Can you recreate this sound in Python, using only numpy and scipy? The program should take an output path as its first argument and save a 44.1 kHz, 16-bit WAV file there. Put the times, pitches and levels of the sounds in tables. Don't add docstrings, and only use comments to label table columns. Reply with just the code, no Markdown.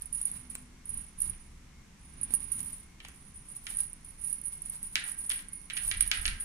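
import sys
import numpy as np
from scipy import signal
from scipy.fft import rfft, irfft
from scipy.io import wavfile
from scipy.ndimage import uniform_filter1d

SR = 44100
rng = np.random.default_rng(int(sys.argv[2]) if len(sys.argv) > 2 else 0)


def pcm_store(signal):
    levels = np.round(np.clip(np.atleast_2d(signal), -1, 1) * 32767)
    wavfile.write(sys.argv[1], SR, levels.astype(np.int16).T)


N = 284004
TIME = np.arange(N) / SR


def from_db(db):
    return 10 ** (np.asarray(db) / 20)


def unit_rms(x):
    return x / np.sqrt(np.mean(x ** 2) + 1e-20)


def at_hz(points, hz):
    freq_hz, value = np.transpose(points)
    return np.interp(np.log(np.maximum(hz, 1)), np.log(freq_hz), value)


def colour(x, spectrum):
    size = x.shape[-1]
    hz = np.arange(size // 2 + 1) * SR / size
    below = np.minimum(hz / spectrum[0][0], 1) ** 2
    above = np.minimum(spectrum[-1][0] / np.maximum(hz, 1), 1) ** 2
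    return irfft(rfft(x) * from_db(at_hz(spectrum, hz)) * below * above, size)


def impulse(spectrum, size=1024):
    hz = np.arange(size // 2 + 1) * SR / size
    cepstrum = irfft(np.log(from_db(at_hz(spectrum, hz))))
    cepstrum[1:size // 2] *= 2
    cepstrum[size // 2 + 1:] = 0
    pulse = irfft(np.exp(rfft(cepstrum)))
    return pulse / np.abs(pulse).max()


def butterworth(x, order, edge_hz, kind):
    return signal.sosfilt(signal.butter(order, edge_hz, kind, fs=SR, output="sos"), x)


def drift(rate_hz):
    knots = rng.standard_normal(int(N / SR * rate_hz) + 2)
    return unit_rms(np.interp(TIME * rate_hz, np.arange(len(knots)), knots))


def grains(per_s, spread_db):
    sizes = from_db(spread_db * np.minimum(rng.exponential(1, N), 4))
    return (rng.random(N) < per_s / SR) * sizes * rng.choice([-1, 1], N)


def swells(rows, rest_db):
    bumps = (from_db(db) * .5 ** ((2 * (TIME - centre_s) / width_s) ** 2)
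             for centre_s, width_s, db in rows)
    return np.sqrt(from_db(rest_db) ** 2 + sum(bump ** 2 for bump in bumps))


def panned(balance_db):
    gains = from_db(np.array([[.5], [-.5]]) * balance_db)
    return gains / np.sqrt(np.mean(gains ** 2, axis=0))


def from_the_right(x, lag_s=.00013):
    return np.array([np.roll(x[0], round(lag_s * SR)), x[1]])


def add(out, start_s, sound):
    i = max(round(start_s * SR), 0)
    out[..., i:i + sound.shape[-1]] += sound[..., :max(N - i, 0)]


# freq_hz, correlation
COHERENCE = [(30, 0.99), (130, 1), (300, 0.79), (600, 0), (1500, 0.4), (4000, 0), (15000, 0)]
def diffuse_noise(spectrum):
    correlation = at_hz(COHERENCE, np.arange(N // 2 + 1) * SR / N)
    mid, side = rfft(rng.standard_normal((2, N)))
    stereo = np.sqrt(1 + correlation) * mid + np.sqrt(1 - correlation) * side * [[1], [-1]]
    return unit_rms(colour(irfft(stereo, N), spectrum))


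# freq_hz, t60_s
ROOM_DECAY = [(200, 1), (1700, 0.54), (3000, 0.31), (5000, 0.33), (10000, 0.35), (15000, 0.028)]
def room(x, early_db, tail_db, early_s, wall_hz):
    t = TIME[:SR // 2]
    early = rng.standard_normal((2, len(t))) ** 5 * np.exp(-t / early_s) * (t > .001)
    early /= np.sqrt(np.sum(early ** 2, axis=1, keepdims=True))
    tail, edges_hz = 0, np.geomspace(150, 17000, 10)
    for low, high in zip(edges_hz, edges_hz[1:]):
        band = butterworth(rng.standard_normal((2, len(t))), 2, [low, high], "band")
        t60_s = at_hz(ROOM_DECAY, np.sqrt(low * high))
        tail = tail + band * np.exp(-np.log(1000) * t / t60_s)
    tail *= np.minimum(t / 0.0016, 1)
    tail /= np.sqrt(np.sum(tail ** 2) / 2)
    response = butterworth(from_db(early_db) * early + from_db(tail_db) * tail, 1, wall_hz, "low")
    return signal.fftconvolve(x[None], response, axes=1)[:, :len(x)]


# freq_hz, density_db
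AIR_SPECTRUM = [(22, 5), (32, 2), (45, -15), (100, -13.5), (175, -8), (250, -17), (330, -21), (480, -26.5),
                (650, -28.5), (1020, -25), (1400, -28.5), (2160, -26), (3000, -31), (4400, -34),
                (5800, -29.5), (8700, -33), (11100, -38), (15000, -53)]
# time_s, level_db
DRONE_FADE = [(0, -60), (3.3, -60), (6.44, -78)]
def room_rumble(air_db, drone_hz):
    air = from_db(air_db) * diffuse_noise(AIR_SPECTRUM)
    drone_db = np.interp(TIME, *np.transpose(DRONE_FADE))
    drone = diffuse_noise([(drone_hz * 0.89, -18), (drone_hz, 0), (drone_hz * 1.2, -18)])
    return air + from_db(drone_db) * drone


# centre_s, width_s, level_db
HUM_RISES = [(.52, 0.43, -62), (2.62, 0.22, -60)]
def hum(pitch_hz, rest_db):
    phase = 2 * np.pi * np.cumsum(pitch_hz + 9 * drift(20)) / SR
    return np.sqrt(2) * swells(HUM_RISES, rest_db) * from_db(3.2 * drift(14)) * np.sin(phase)


# pitch_hz, level_db
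WHINE_PARTIALS = [(2169, 0), (4345, -11)]
# centre_s, width_s, level_db
WHINE_RISES = [(.4, 0.9, -78), (2.75, 0.44, -73), (4.5, 0.2, -67.5), (4.72, 0.11, -69), (5.56, 0.35, -71)]
def whine(rest_db, flutter_db):
    clock_s = np.cumsum(1 + .003 * drift(25)) / SR
    tones = sum(from_db(db) * np.sin(2 * np.pi * hz * clock_s) for hz, db in WHINE_PARTIALS)
    return np.sqrt(2) * swells(WHINE_RISES, rest_db) * from_db(flutter_db * drift(11)) * tones


# centre_s, width_s, level_db
HAND_MOVES = [(.95, 0.085, -47.5), (1.28, 0.22, -47), (5.42, 0.24, -53), (5.98, 0.2, -39.5),
              (6.21, 0.038, -36.5), (6.305, 0.1, -37)]
# freq_hz, density_db
HAND_SPECTRUM = [(20, 2), (32, 9), (50, -5), (80, -7), (130, -13), (300, -42)]
def handling(rest_db):
    return swells(HAND_MOVES, rest_db) * diffuse_noise(HAND_SPECTRUM)


# centre_s, width_s, level_db
WEIGHT_SHIFTS = [(.36, 0.13, -54), (.97, 0.14, -54), (1.28, 0.16, -55), (2.3, 0.28, -52),
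                 (2.6, 0.28, -52.5), (6.28, 0.45, -58)]
# freq_hz, density_db
CUSHION_SPECTRUM = [(40, 2), (110, -1), (175, -2), (240, -4.5), (320, -13.5), (600, -25.5), (1000, -17.5),
                    (1400, -21.5), (2200, -19.5), (4000, -26)]
def cushion(rest_db):
    return swells(WEIGHT_SHIFTS, rest_db) * diffuse_noise(CUSHION_SPECTRUM)


# start_s, pat_db, pat_decay_s, snag_db
PAW_LANDINGS = [(0.45, -47, 0.0071, -63), (0.553, -39.5, 0.0073, -17.5), (2.306, -37.5, 0.0042, -56),
                (2.337, -31.5, 0.0038, -33), (2.593, -59, .01, -30), (3.0508, -33.5, 0.0014, -45),
                (3.085, -41, 0.0067, -32.5)]
# freq_hz, density_db
PAT_SPECTRUM = [(100, 9), (300, 6.5), (650, -4.5), (1500, 1), (2800, -3), (6000, -8.5), (12000, -19.5)]
# freq_hz, density_db
SNAG_SPECTRUM = [(700, -34), (2800, -15.5), (5000, -20), (8700, -4), (11000, -22), (15000, -17)]
def paw_pats(snag_decay_s):
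    out, t = np.zeros(N), TIME[:SR // 10]
    for start_s, pat_db, pat_decay_s, snag_db in PAW_LANDINGS:
        parts = (PAT_SPECTRUM, pat_db, pat_decay_s), (SNAG_SPECTRUM, snag_db, snag_decay_s)
        for spectrum, level_db, decay_s in parts:
            puff = np.convolve(rng.standard_normal(len(t)) * np.exp(-t / decay_s), impulse(spectrum))
            add(out, start_s, from_db(level_db) * puff / np.abs(puff).max())
    return out * panned(-2.5)


# centre_s, width_s, level_db
CLAW_STROKES = [(1.215, .03, -47), (2.54, .04, -50), (2.63, 0.16, -52), (4.29, 0.068, -53),
                (5.872, .025, -44)]
def claw_scratches(per_s, spread_db, snap_decay_s):
    plucks = grains(per_s, spread_db)
    plucks /= np.sqrt(np.abs(uniform_filter1d(plucks ** 2, SR // 20)) + 1e-9)
    power = signal.lfilter([1], [1, -np.exp(-1 / (snap_decay_s * SR))], plucks ** 2 + 1e-18)
    snaps = rng.standard_normal((2, N)) * np.sqrt(power)
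    bright = colour(snaps, [(8000, -14), (10800, -6), (12800, -8), (15000, -16)])
    return swells(CLAW_STROKES, -np.inf) * unit_rms(bright) * panned(-12)


# start_s, level_db, treble_db
TICK_HITS = [(1.3337, -54, -34), (3.002, -43, -28), (3.0479, -40.5, -25), (3.6671, -30, -19),
             (4.955, -15.5, -17.5), (5.3011, -28.5, -13), (5.3106, -30.5, -21), (5.317, -30, -19),
             (5.3912, -40, -19), (5.6995, -32.5, -28), (5.7051, -36, -33), (5.7679, -30, -23),
             (5.775, -31, -18), (5.913, -22, -19), (6.0066, -25, -17.5), (6.114, -15, -17.5),
             (6.254, -19, -18), (6.2784, -23.5, -16)]
# freq_hz, density_db
TICK_SPECTRUM = [(300, -27.5), (600, -40.5), (900, -25.5), (1150, -27.5), (1650, -10), (2950, -3.5),
                 (4200, -8), (6500, -14), (9000, -17), (12000, -20), (15000, -41)]
# pitch_hz, boost_db, q
TICK_RESONANCES = [(1286, 11, 40), (1406, 9.5, 90), (1597, 11, 180), (1808, 6, 55), (1940, 6.5, 58),
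                   (2064, 6, 170), (2293, 6.5, 52), (2885, 4, 140), (3305, 3, 55), (3600, 3, 170),
                   (4140, 0, 190)]
def ticks(brightening):
    out, t = np.zeros((2, N)), TIME[:SR // 2]
    mean_treble_db = np.mean(np.array(TICK_HITS)[:, 2])
    modes = [(from_db(db) - 1, signal.iirpeak(hz, q, fs=SR)) for hz, db, q in TICK_RESONANCES]
    for start_s, level_db, treble_db in TICK_HITS:
        tilt_db = brightening * (treble_db - mean_treble_db)
        spectrum = [(hz, db + tilt_db * np.clip(np.log2(hz / 3000), 0, 1)) for hz, db in TICK_SPECTRUM]
        slips = (t == 0) + .03 * rng.standard_normal(len(t)) * np.exp(-t / .002)
        slips /= np.linalg.norm(slips)
        crack = from_db(level_db) * signal.fftconvolve(impulse(spectrum), slips)[:len(t)]
        tick = crack + sum(gain * signal.lfilter(*mode, crack + 1e-18) for gain, mode in modes)
        direct = from_the_right(from_db(9) * panned(-5) * tick)
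        echoes = room(tick, early_db=12, tail_db=12, early_s=0.0026, wall_hz=2060)
        add(out, start_s + 0.00096, direct + panned(-1.7) * echoes)
    return out


# start_s, rise_s, hold_s, rattle_db, rub_db, balance_db
TOY_TUGS = [(0.004, 0.0097, 0.014, -47, -57.5, 2), (0.121, 0.005, 0.24, -36, -54.5, -17),
            (0.496, 0.0016, 0.057, -42, -58.5, -7), (0.854, 0.028, 0.15, -39.5, -61.5, -9),
            (1.181, 0.032, 0.044, -28.5, -54, -16), (1.34, 0.011, 0.082, -50, -84, -28),
            (1.979, 0.068, 0.22, -51, -85, -10), (2.27, 0.036, 0.0084, -33.5, -51, -16),
            (2.383, 0.014, 0.093, -39, -60, -20), (2.505, 0.0077, 0.17, -35, -54.5, -8),
            (2.708, 0.016, 0.067, -45, -59, -3), (2.998, 0.047, 0.27, -52.5, -71.5, -12),
            (3.338, 0.0068, 0.01, -41, -85, -6), (3.405, 0.09, 0.085, -43, -62.5, -4),
            (3.607, 0.089, 0.024, -33, -52, -10), (3.716, 0.043, 0.061, -28.5, -51.5, -11),
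            (4.039, 0.012, 0.047, -46, -62, -10), (4.167, 0.071, 0.11, -34, -56, -12),
            (4.416, 0.029, 0.022, -31.5, -61, -15), (4.513, 0.0068, 0.019, -37, -55.5, -6),
            (4.62, 0.033, 0.12, -41, -54.5, -6.5), (4.826, 0.014, 0.014, -35.5, -55, -7),
            (4.89, 0.022, 0.082, -44, -58.5, -1), (5.022, 0.031, 0.044, -33.5, -51.5, -11),
            (5.156, 0.031, 0.069, -33, -55.5, -3), (5.284, 0.013, 0.057, -32.5, -48, -3),
            (5.511, 0.013, 0.097, -41, -74, -10), (5.707, 0.059, 0.15, -32, -52, -11.5),
            (5.923, 0.047, 0.34, -35.5, -53.5, -18), (6.397, 0.005, 0.011, -31.5, -54, -1)]
def toy_motion(rise_db, sag_db_per_s, release_db_per_s, settle_db, settle_db_per_s):
    rattles, rubs = [], []
    for start_s, rise_s, hold_s, rattle_db, rub_db, _ in TOY_TUGS:
        t = TIME - start_s - rise_s
        after_s = np.maximum(t - hold_s, 0)
        release_db = np.maximum(-release_db_per_s * after_s, settle_db - settle_db_per_s * after_s)
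        sag_db = sag_db_per_s * np.clip(t, 0, hold_s)
        shape_db = rise_db * np.minimum(t / rise_s, 0) - sag_db + release_db
        rattles.append(rattle_db + shape_db)
        rubs.append(rub_db + shape_db)
    balance_db = np.array(TOY_TUGS)[:, -1][np.argmax(rattles, axis=0)]
    return np.max(rattles, axis=0), np.max(rubs, axis=0), uniform_filter1d(balance_db, SR // 100)


# freq_hz, density_db
RUB_SPECTRUM = [(400, -10), (900, -5.5), (1500, -6), (4000, -5), (6500, -8.5), (7400, -5), (8500, -1),
                (10300, 10.5), (12000, -1.5), (15000, -13)]
def wool_rubbing(level_db, grains_per_s, crackles_per_s, crackle_db, flicker_db):
    clicks = grains(crackles_per_s, spread_db=1.5)
    pitches_hz = np.geomspace(7300, 14000, 8)
    pitch_index = rng.integers(0, len(pitches_hz), N)
    crackle = sum(signal.lfilter(*signal.iirpeak(hz, Q=16, fs=SR), clicks * (pitch_index == k) + 1e-18)
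                  for k, hz in enumerate(pitches_hz))
    shared, left, right = (unit_rms(grains(grains_per_s, spread_db=1.5)) for _ in range(3))
    hiss = shared + from_db(crackle_db) * unit_rms(crackle) + np.array([left, right])
    flicker = from_db(flicker_db * np.tanh(drift(rate_hz=60)))
    return from_db(level_db) * panned(-1.4) * unit_rms(colour(hiss, RUB_SPECTRUM) * flicker)


# pitch_hz, level_db, t60_s
SHELL_MODES = [(9633, 25, 0.057), (9430, 15, 0.066), (9730, 4, 0.041), (9780, 1, 0.031), (9150, 0, 0.025),
               (10960, -9.5, 0.035)]
def bell_rattle(effort_db, balance_db, per_s, spread_db, top_hz):
    touches, out, power = grains(per_s, spread_db), np.zeros((2, N)), 0
    touches /= np.sqrt(np.abs(uniform_filter1d(touches ** 2, SR // 50)) + 1e-3 * np.mean(touches ** 2))
    for hz, mode_db, t60_s in SHELL_MODES:
        radius, angle = np.exp(-np.log(1000) / (t60_s * SR)), 2 * np.pi * hz / SR
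        feedback = [1, -2 * radius * np.cos(angle), radius ** 2]
        force = from_db(effort_db) * touches * (1 + 2.78 * rng.standard_normal((2, N))) + 1e-18
        out += from_db(mode_db) * signal.lfilter([1, 0, -1], feedback, force)
        power += from_db(2 * mode_db) * 2 / (1 - radius)
    return butterworth(out, 2, top_hz, "low") / np.sqrt(power) * panned(balance_db)


def bell_singing(effort_db, balance_db, knocks_per_s):
    pitch_hz = SHELL_MODES[0][0]
    knock_index = np.cumsum(rng.random(N) < knocks_per_s / SR)
    shared, left, right = np.exp(2j * np.pi * rng.random((3, N)))[:, knock_index]
    phasors = np.array([shared + left, shared + right])
    note = np.real(phasors * np.exp(2j * np.pi * pitch_hz * TIME))
    smoothed = signal.lfilter(*signal.iirpeak(pitch_hz, Q=20, fs=SR), note)
    return from_db(effort_db) * panned(balance_db) * smoothed


# start_s, level_db, balance_db
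PELLET_STRIKES = [(0.0201, -28.5, -14), (0.057, -32, -18), (0.1266, -26, -15), (0.1362, -29, -11),
                  (0.1474, -24, -19), (0.178, -42, -10), (0.214, -25.5, -2), (0.2273, -30, -13),
                  (0.2534, -18.5, -9), (0.2676, -28, -12), (0.3145, -26, -3), (0.501, -34.5, -11),
                  (0.8553, -36.5, -9), (0.8921, -27.5, -14), (0.9019, -31, -13), (0.9411, -28, -7),
                  (0.9728, -29.5, -25), (0.9987, -43, -10), (1.1865, -35, -17), (1.2025, -26, -3),
                  (1.219, -19.5, -12.5), (1.257, -39, -12), (1.2965, -25, -20), (2.213, -27, -16),
                  (2.2317, -22.5, -11), (2.3378, -15, -17), (2.3485, -16, -28), (2.402, -35, -22),
                  (2.441, -31, -23), (2.5185, -21, -13), (2.6044, -24.5, -15), (2.7297, -34, -4),
                  (3.5652, -32, -13), (3.7694, -26.5, -10), (3.787, -25, -5), (3.8035, -20.5, -13),
                  (3.931, -31, -16), (4.047, -39.5, -2.5), (4.2142, -32.5, -17), (4.259, -31, -14),
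                  (4.2992, -25, -17), (4.3053, -29, -17), (4.3274, -24, -27), (4.4143, -33.5, -25),
                  (4.4602, -35, -25), (4.4802, -29, -12), (4.619, -29, -8.5), (4.6578, -31.5, -10),
                  (4.697, -26.5, -1), (4.764, -36.5, -8), (4.829, -27, -6), (5.0392, -32, -2),
                  (5.1152, -26, -13), (5.187, -30, -9), (5.2941, -22.5, -6), (5.3133, -27, 0),
                  (5.3394, -33, 3), (5.4842, -35.5, -25), (5.5314, -32, -7), (5.734, -30, -14),
                  (5.771, -27, -23), (5.8771, -24.5, 2), (5.8878, -23.5, -18), (5.8964, -30, -13),
                  (5.9192, -28.5, -12), (5.971, -28.5, -6), (6.0073, -12.5, -10), (6.024, -19, -19),
                  (6.062, -34, -8), (6.0755, -22.5, -16), (6.0882, -32, -23), (6.173, -29, -5),
                  (6.2618, -23.5, -5.5), (6.4, -30.5, 1)]
def bell_strikes(gain_db, damping_spread, clink_s, detune_hz, ring_db):
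    out, t = np.zeros((2, N)), TIME[:SR // 5]
    hz, mode_db, t60_s = np.transpose(SHELL_MODES)[:, :, None]
    pressed = np.exp(-t / clink_s)
    attack = 1 - np.exp(-t / 0.00067)
    for start_s, level_db, balance_db in PELLET_STRIKES:
        strength = from_db(mode_db + rng.normal(0, 3.4, (2, len(hz), 1)))
        decay = np.exp(-np.log(1000) * t / (t60_s * np.exp(damping_spread * rng.normal())))
        cycles = hz * t + detune_hz * rng.normal() * clink_s * (1 - pressed)
        phase = 2 * np.pi * cycles + rng.normal(0, 0.84, (2, len(hz), 1))
        ring = np.sum(strength * decay * np.sin(phase), axis=1)
        ring *= (pressed + from_db(ring_db)) * attack
        ring /= np.abs(ring).max(axis=1, keepdims=True)
        add(out, start_s, from_db(level_db + gain_db) * panned(balance_db) * ring)
    return out


def bell_chatter(gain_db, decay_s):
    out, t = np.zeros((2, N)), TIME[:SR // 16]
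    for start_s, level_db, balance_db in PELLET_STRIKES:
        spikes = rng.standard_normal((2, len(t))) ** 3
        skitter = unit_rms(colour(spikes, RUB_SPECTRUM)) * np.exp(-t / decay_s)
        add(out, start_s, from_db(level_db + gain_db) * panned(balance_db / 2) * skitter)
    return out


def scene():
    rattle_db, rub_db, balance_db = toy_motion(
        rise_db=20.5, sag_db_per_s=4, release_db_per_s=204, settle_db=-14.5, settle_db_per_s=85)
    bell = bell_strikes(gain_db=5.7, damping_spread=0.2, clink_s=.003, detune_hz=130, ring_db=-6.5)
    bell += bell_rattle(rattle_db - 7.5, balance_db, per_s=330, spread_db=3, top_hz=11560)
    bell += bell_singing(rattle_db - 6.5, balance_db, knocks_per_s=85)
    rub = wool_rubbing(rub_db + 5.5, grains_per_s=1300, crackles_per_s=78, crackle_db=-4, flicker_db=6)
    bell += bell_chatter(gain_db=-11.5, decay_s=0.0028)
    bell = butterworth(bell, 4, 9420, "high")
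    claws = claw_scratches(per_s=290, spread_db=-2, snap_decay_s=.0005)
    play = bell + rub + claws + paw_pats(snag_decay_s=0.00056)
    echoes = room(play.mean(axis=0), early_db=-11, tail_db=-13, early_s=0.016, wall_hz=9000)
    background = whine(rest_db=-81, flutter_db=3) + room_rumble(air_db=-55, drone_hz=64.6)
    background += handling(rest_db=-63) + cushion(rest_db=-62)
    foreground = from_the_right(play) + echoes + ticks(brightening=0.62)
    return foreground + background + hum(pitch_hz=239.3, rest_db=-82)


def record(dry):
    return signal.sosfilt(signal.ellip(10, .2, 70, 15300, fs=SR, output="sos"), dry)


dry = scene()
out = record(dry)
pcm_store(out)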